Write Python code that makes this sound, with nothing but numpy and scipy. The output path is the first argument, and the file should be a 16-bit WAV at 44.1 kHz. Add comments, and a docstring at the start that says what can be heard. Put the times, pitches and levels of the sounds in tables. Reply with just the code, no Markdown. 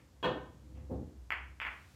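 """In a low-ceilinged games room, a pool shot. The cue knocks the white, which hops onto the slate,
rumbles across the cloth, thuds off a cushion, clicks against one ball and then into a close pair.
Blows are short shaped pulses, heard directly, by ceiling and wall echoes and in a decaying noise tail.
Cue and table ring as decaying sines; rolling is a wandering low tone with coloured noise.
Faint clicks and still air lie behind, and a soft hiss swells at the end."""
import sys
import numpy as np
from scipy import signal
from scipy.fft import rfft, irfft
from scipy.io import wavfile

SR = 44100
rng = np.random.default_rng(int(sys.argv[2]) if len(sys.argv) > 2 else 0)


def digitize_waveform(pressure):
    """Quantize a signal to 16-bit integers and store it at the path in sys.argv[1].

    Rows of a 2-D input are taken as channels; values are limited to [-1, 1].
    """
    field = np.atleast_2d(pressure).T
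    bounded = np.clip(field, -1, 1)
    quanta = np.round(bounded * 32767).astype(np.int16)
    wavfile.write(sys.argv[1], SR, quanta)


N = 85995  # length in samples
T = np.arange(N) / SR
HZ = np.maximum(np.arange(N + 1) * SR / (2 * N), 1)  # spectrum bins, kept above zero for the log axis

# Colour of the short hard contact of two balls.
# Each row: frequency in Hz before the click's brightness ratio, relative level in dB.
CLICK_COLOUR = [(60, -41), (250, -18), (550, -17), (1000, -5), (1600, -1.5), (2250, 1), (2750, -5.5),
                (3300, -13), (3850, -38), (4300, -28), (5100, -32.5), (5900, -47), (7200, -36.5),
                (10000, -50), (12500, -39.5), (13900, -40.5), (15000, -46), (16000, -51)]
# Ringing of the table's slate and frame. Each row: frequency in Hz, relative level in dB, t60 in seconds.
SLATE_MODES = [(131, -39.5, 0.48), (230, -51, 0.91), (314.5, -36, 0.28), (506.2, -25, 0.33),
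               (538, -31.5, 0.24), (566, -32.5, 0.18), (611, -43.5, 0.52), (765, -40, 0.43),
               (845, -41.5, 0.5), (912, -45, 0.34)]


def from_db(db):
    """Decibels to gain."""
    return 10 ** (np.asarray(db) / 20)


def rms_one(x):
    """Scale to unit rms."""
    return x / np.sqrt(np.mean(x ** 2) + 1e-20)


def at_hz(points, hz):
    """Read a table on a log-frequency axis."""
    f, value = np.transpose(points)
    return np.interp(np.log(hz), np.log(f), value)


def level(points):
    """Gain over time from rows of seconds and dB."""
    return from_db(np.interp(T, *np.transpose(points)))


def noise(spectrum):
    """Steady noise coloured by a table of Hz and dB, rms 1."""
    white_noise = rfft(rng.standard_normal(2 * N))
    return rms_one(irfft(white_noise * from_db(at_hz(spectrum, HZ)))[:N])


def drift(rate_hz):
    """Slow chance: noise falling away above the given rate, rms 1."""
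    white_noise = rfft(rng.standard_normal(2 * N))
    return rms_one(irfft(white_noise / (1 + (HZ / rate_hz) ** 2) ** 2)[:N])


def pulse(spectrum, ratio=1, peaks_db=0):
    """The most front-loaded causal (minimum-phase) pulse with this spectrum, shifted up by ratio."""
    cepstrum = irfft(np.log(from_db(at_hz(spectrum, HZ / ratio) + peaks_db)))
    # folding the cepstrum onto positive time makes the pulse causal
    cepstrum[1:N] *= 2
    cepstrum[N + 1:] = 0
    return irfft(np.exp(rfft(cepstrum)))[:N // 8]


def place(x, s):
    """Start a sound at time s; a negative s leaves only its later part."""
    start = N - int(round(s * SR))
    return np.pad(x, N)[start:start + N]


def ring(modes, build_s):
    """Decaying sine modes at random phases that swell as they fill the room."""
    swell = 1 - np.exp(-T / build_s)
    total = 0
    for hz, db, t60 in modes:
        decay = from_db(db - 60 * T / t60)
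        total = total + decay * np.sin(2 * np.pi * (hz * T + rng.random()))
    return swell * total


def cue():
    """The tip knocks the white; the shaft's resonances colour the knock and ring on."""
    # Knock of the tip. Each row: frequency in Hz, level in dB before the shaft's peaks and the room.
    tip_colour = [(50, 6), (150, 6.5), (400, 16), (700, 8.5), (1050, 7), (1350, -2.5), (1600, 2.5),
                  (2050, -9), (2700, -4), (3400, -3.5), (4000, -9.5), (4550, -13.5), (5100, -25.5),
                  (6600, -22), (9000, -32), (15000, -33)]
    # Ringing of the shaft. Each row: frequency in Hz, level in dB, t60 in seconds.
    shaft_modes = [(1002.6, -34.5, 0.44), (1040, -41.5, 0.47), (1225, -57, .27), (1280, -47, 0.55),
                   (1496, -43.5, 0.5), (1551, -45.5, 0.53), (1795, -41, 0.4), (1821, -44, 0.51),
                   (2217, -53, 0.55), (2570, -41, 0.19), (2610, -41.5, 0.12), (2930, -42.5, 0.31),
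                   (3283, -28, 0.14), (3296, -52.5, 0.59), (4081, -63, 0.16)]
    strike_s, direct_db = .2275, -17
    peak_db, half_width_hz = 8, 72
    peaks = np.max([1 / (1 + ((HZ - hz) / half_width_hz) ** 2) for hz, _, _ in shaft_modes], axis=0)
    knock = pulse(tip_colour, peaks_db=peak_db * peaks)
    ringing = place(ring(shaft_modes, build_s=0.017), strike_s)
    return blow(strike_s, knock, direct_db, build_s=0.0061) + ringing


def balls():
    """Each collision of hard balls is one short pulse; the room gives it its length."""
    # Each row: start in seconds, level in dB, share beamed straight at the listener in dB,
    # brightness as a frequency ratio.
    collisions = [(1.3043, 5.5, -2.5, 0.99), (1.6001, 3, -6.5, 1.063), (1.65, 2.5, -5.5, 0.94)]
    total = 0
    for s, db, direct_db, ratio in collisions:
        click = pulse(CLICK_COLOUR, ratio)
        total = total + from_db(db) * blow(s, click, direct_db, build_s=0.0048)
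    return total


def table():
    """Soft heavy blows of the white, on the slate and at the cushion, set slate and frame ringing."""
    # Each row: start in seconds, thud level in dB, ring level in dB, brightness of the thud
    # as a frequency ratio.
    thuds = [(.243, -7, 1, 1.73), (.894, -1.5, -10.5, 0.95)]
    # Each row: frequency in Hz before the brightness ratio, relative level in dB.
    thud_colour = [(30, -7.5), (58, 12.5), (100, 18.5), (140, 14), (190, 13.5), (300, 15), (520, 6),
                   (660, -0.5), (900, -6), (1300, -16.5), (2200, -32.5), (5000, -44)]
    direct_db = -29  # relative to each thud's level
    total = 0
    for s, db, ring_db, ratio in thuds:
        thud = blow(s, pulse(thud_colour, ratio), direct_db, build_s=0.021)
        ringing = place(ring(SLATE_MODES, build_s=0.025), s)
        total = total + from_db(db) * thud + from_db(ring_db) * ringing
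    return total


def rolling():
    """Rolling balls stir the table's lowest resonance, a dull rumble and, faintly, slate and frame."""
    # Deep boom of the table. Each row: time in seconds, level in dB before the boom's trim.
    boom_level = [(0, -64), (.1, -67), (.2, -57), (.3, -48), (.45, -53.5), (.55, -62), (.68, -55.5),
                  (.76, -43), (.84, -47), (.9, -44), (.97, -43), (1.08, -55), (1.2, -45), (1.28, -59),
                  (1.38, -49), (1.52, -47.5), (1.56, -58), (1.68, -46.5), (1.78, -61.5), (1.95, -57)]
    # Rumble above it. Each row: time in seconds, level in dB before the rumble and ring trims.
    rumble_level = [(0, -61.5), (.22, -65), (.35, -58.5), (.62, -56.5), (.8, -50), (1.15, -66.5),
                    (1.3, -63.5), (1.5, -62.5), (1.95, -65)]
    # Colour of the rumble. Each row: frequency in Hz, relative level in dB.
    rumble_colour = [(50, -9.5), (90, 3), (130, 0), (195, -7), (300, -7.5), (450, -21.5), (900, -35.5),
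                     (2000, -57.5), (5000, -64)]
    boom_hz, wander_hz, flutter_db = 65.5, 3.01, 2.5  # wander and flutter are rms
    boom_trim_db, rumble_trim_db, ring_trim_db = -3, -2.5, -8.5

    hz = boom_hz + wander_hz * drift(8)
    tone = np.sin(2 * np.pi * np.cumsum(hz) / SR)
    boom = rms_one(tone * from_db(flutter_db * drift(21)))
    rumble = noise(rumble_colour)
    # the rumble drives the table's modes, wrapping round from end to start
    modes = ring(SLATE_MODES, build_s=0.0061)
    body = rms_one(irfft(rfft(rumble) * rfft(modes), N))
    upper = from_db(rumble_trim_db) * rumble + from_db(ring_trim_db) * body
    return level(boom_level) * from_db(boom_trim_db) * boom + level(rumble_level) * upper


def ticks():
    """Faint clicks, short pulses heard mostly through the room; the first begins before the scene."""
    # Each row: start in seconds, level in dB, brightness as a frequency ratio.
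    faint_clicks = [(-.06, -21, 0.98), (0.751, -29.5, 1.17), (.757, -21.5, .42), (0.786, -32, 0.91)]
    direct_db = -12  # relative to each tick's level
    total = 0
    for s, db, ratio in faint_clicks:
        click = pulse(CLICK_COLOUR, ratio)
        total = total + from_db(db) * blow(s, click, direct_db, build_s=0.0023)
    return total


def air():
    """Still air of the room as steady coloured noise, and a soft hiss that swells at the end."""
    # Still air. Each row: frequency in Hz, relative level in dB.
    air_colour = [(20, -15), (42, -22), (60, -4.5), (80, 10), (125, -6), (200, -7.5), (450, -15),
                  (1000, -18.5), (2200, -26), (7300, -28), (9000, -33), (14500, -36.5), (16000, -51)]
    # Swell of the hiss. Each row: time in seconds, level in dB.
    hiss_level = [(1.55, -89), (1.72, -71), (1.85, -70.5), (1.95, -68.5)]
    # Colour of the hiss. Each row: frequency in Hz, relative level in dB.
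    hiss_colour = [(100, 0), (1000, 10), (4000, 8), (7500, 3), (10000, 1), (15000, -5)]
    air_db = -63
    return from_db(air_db) * noise(air_colour) + level(hiss_level) * noise(hiss_colour)


def blow(s, contact, direct_db, build_s):
    """One contact heard directly, by its first echoes and through the room's tail."""
    # Ceiling and wall echoes. Each row: delay in seconds, level in dB relative to the direct sound.
    echoes = [(.0156, -2), (.0186, -8), (.0201, -4), (.0287, -11), (.0311, -12.5)]
    paths = room_tail(build_s)
    for delay, db in [(0.001, 0)] + echoes:  # the direct sound comes first
        paths[int(delay * SR)] += from_db(direct_db + db)
    return place(signal.fftconvolve(contact, paths)[:N], s)


def room_tail(build_s):
    """Weak scatter off the table, then diffuse noise dying band by band, each with its due energy."""
    # Reverberation. Each row: frequency in Hz, t60 in seconds.
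    room_t60 = [(80, 0.54), (260, 0.56), (700, 0.47), (2000, .43), (4500, 0.4), (12000, 0.14)]
    # What the room's surfaces swallow of the tail. Each row: frequency in Hz, gain in dB.
    treble_loss = [(5000, -0.5), (12000, -5)]
    tail_db, diffuse_start_s, scatter_db = 2.5, .016, -5.5  # scatter is relative to the diffuse part

    white_noise = rfft(rng.standard_normal(2 * N))
    opening = np.where(T < diffuse_start_s, from_db(scatter_db), 1) * (1 - np.exp(-T / build_s))
    edges = np.r_[0, np.geomspace(90, SR / 2, 17)]
    tail = 0
    for low, high in zip(edges, edges[1:]):
        band = irfft(white_noise * ((HZ >= low) & (HZ < high)))[:N]
        decay = from_db(-60 * T / at_hz(room_t60, (low + high) / 2))
        share = np.sqrt(2 * (high - low) / SR / N)  # energy in proportion to bandwidth
        tail = tail + rms_one(band * opening * decay) * share * from_db(at_hz(treble_loss, high))
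    return from_db(tail_db) * tail


def scene():
    """The shot over the room's quiet background."""
    return (cue() + balls() + table() + rolling() + ticks() + air())[None]


def record(dry):
    """The deepest bass and the top are cut."""
    bass_cut_hz, top_cut_hz = 46, 15900
    bass_cut = signal.butter(6, bass_cut_hz, "high", fs=SR, output="sos")
    top_cut = signal.ellip(10, .1, 70, top_cut_hz, fs=SR, output="sos")  # .1 dB ripple, 70 dB rejection
    return signal.sosfilt(top_cut, signal.sosfilt(bass_cut, dry))


dry = scene()
out = record(dry)
digitize_waveform(out)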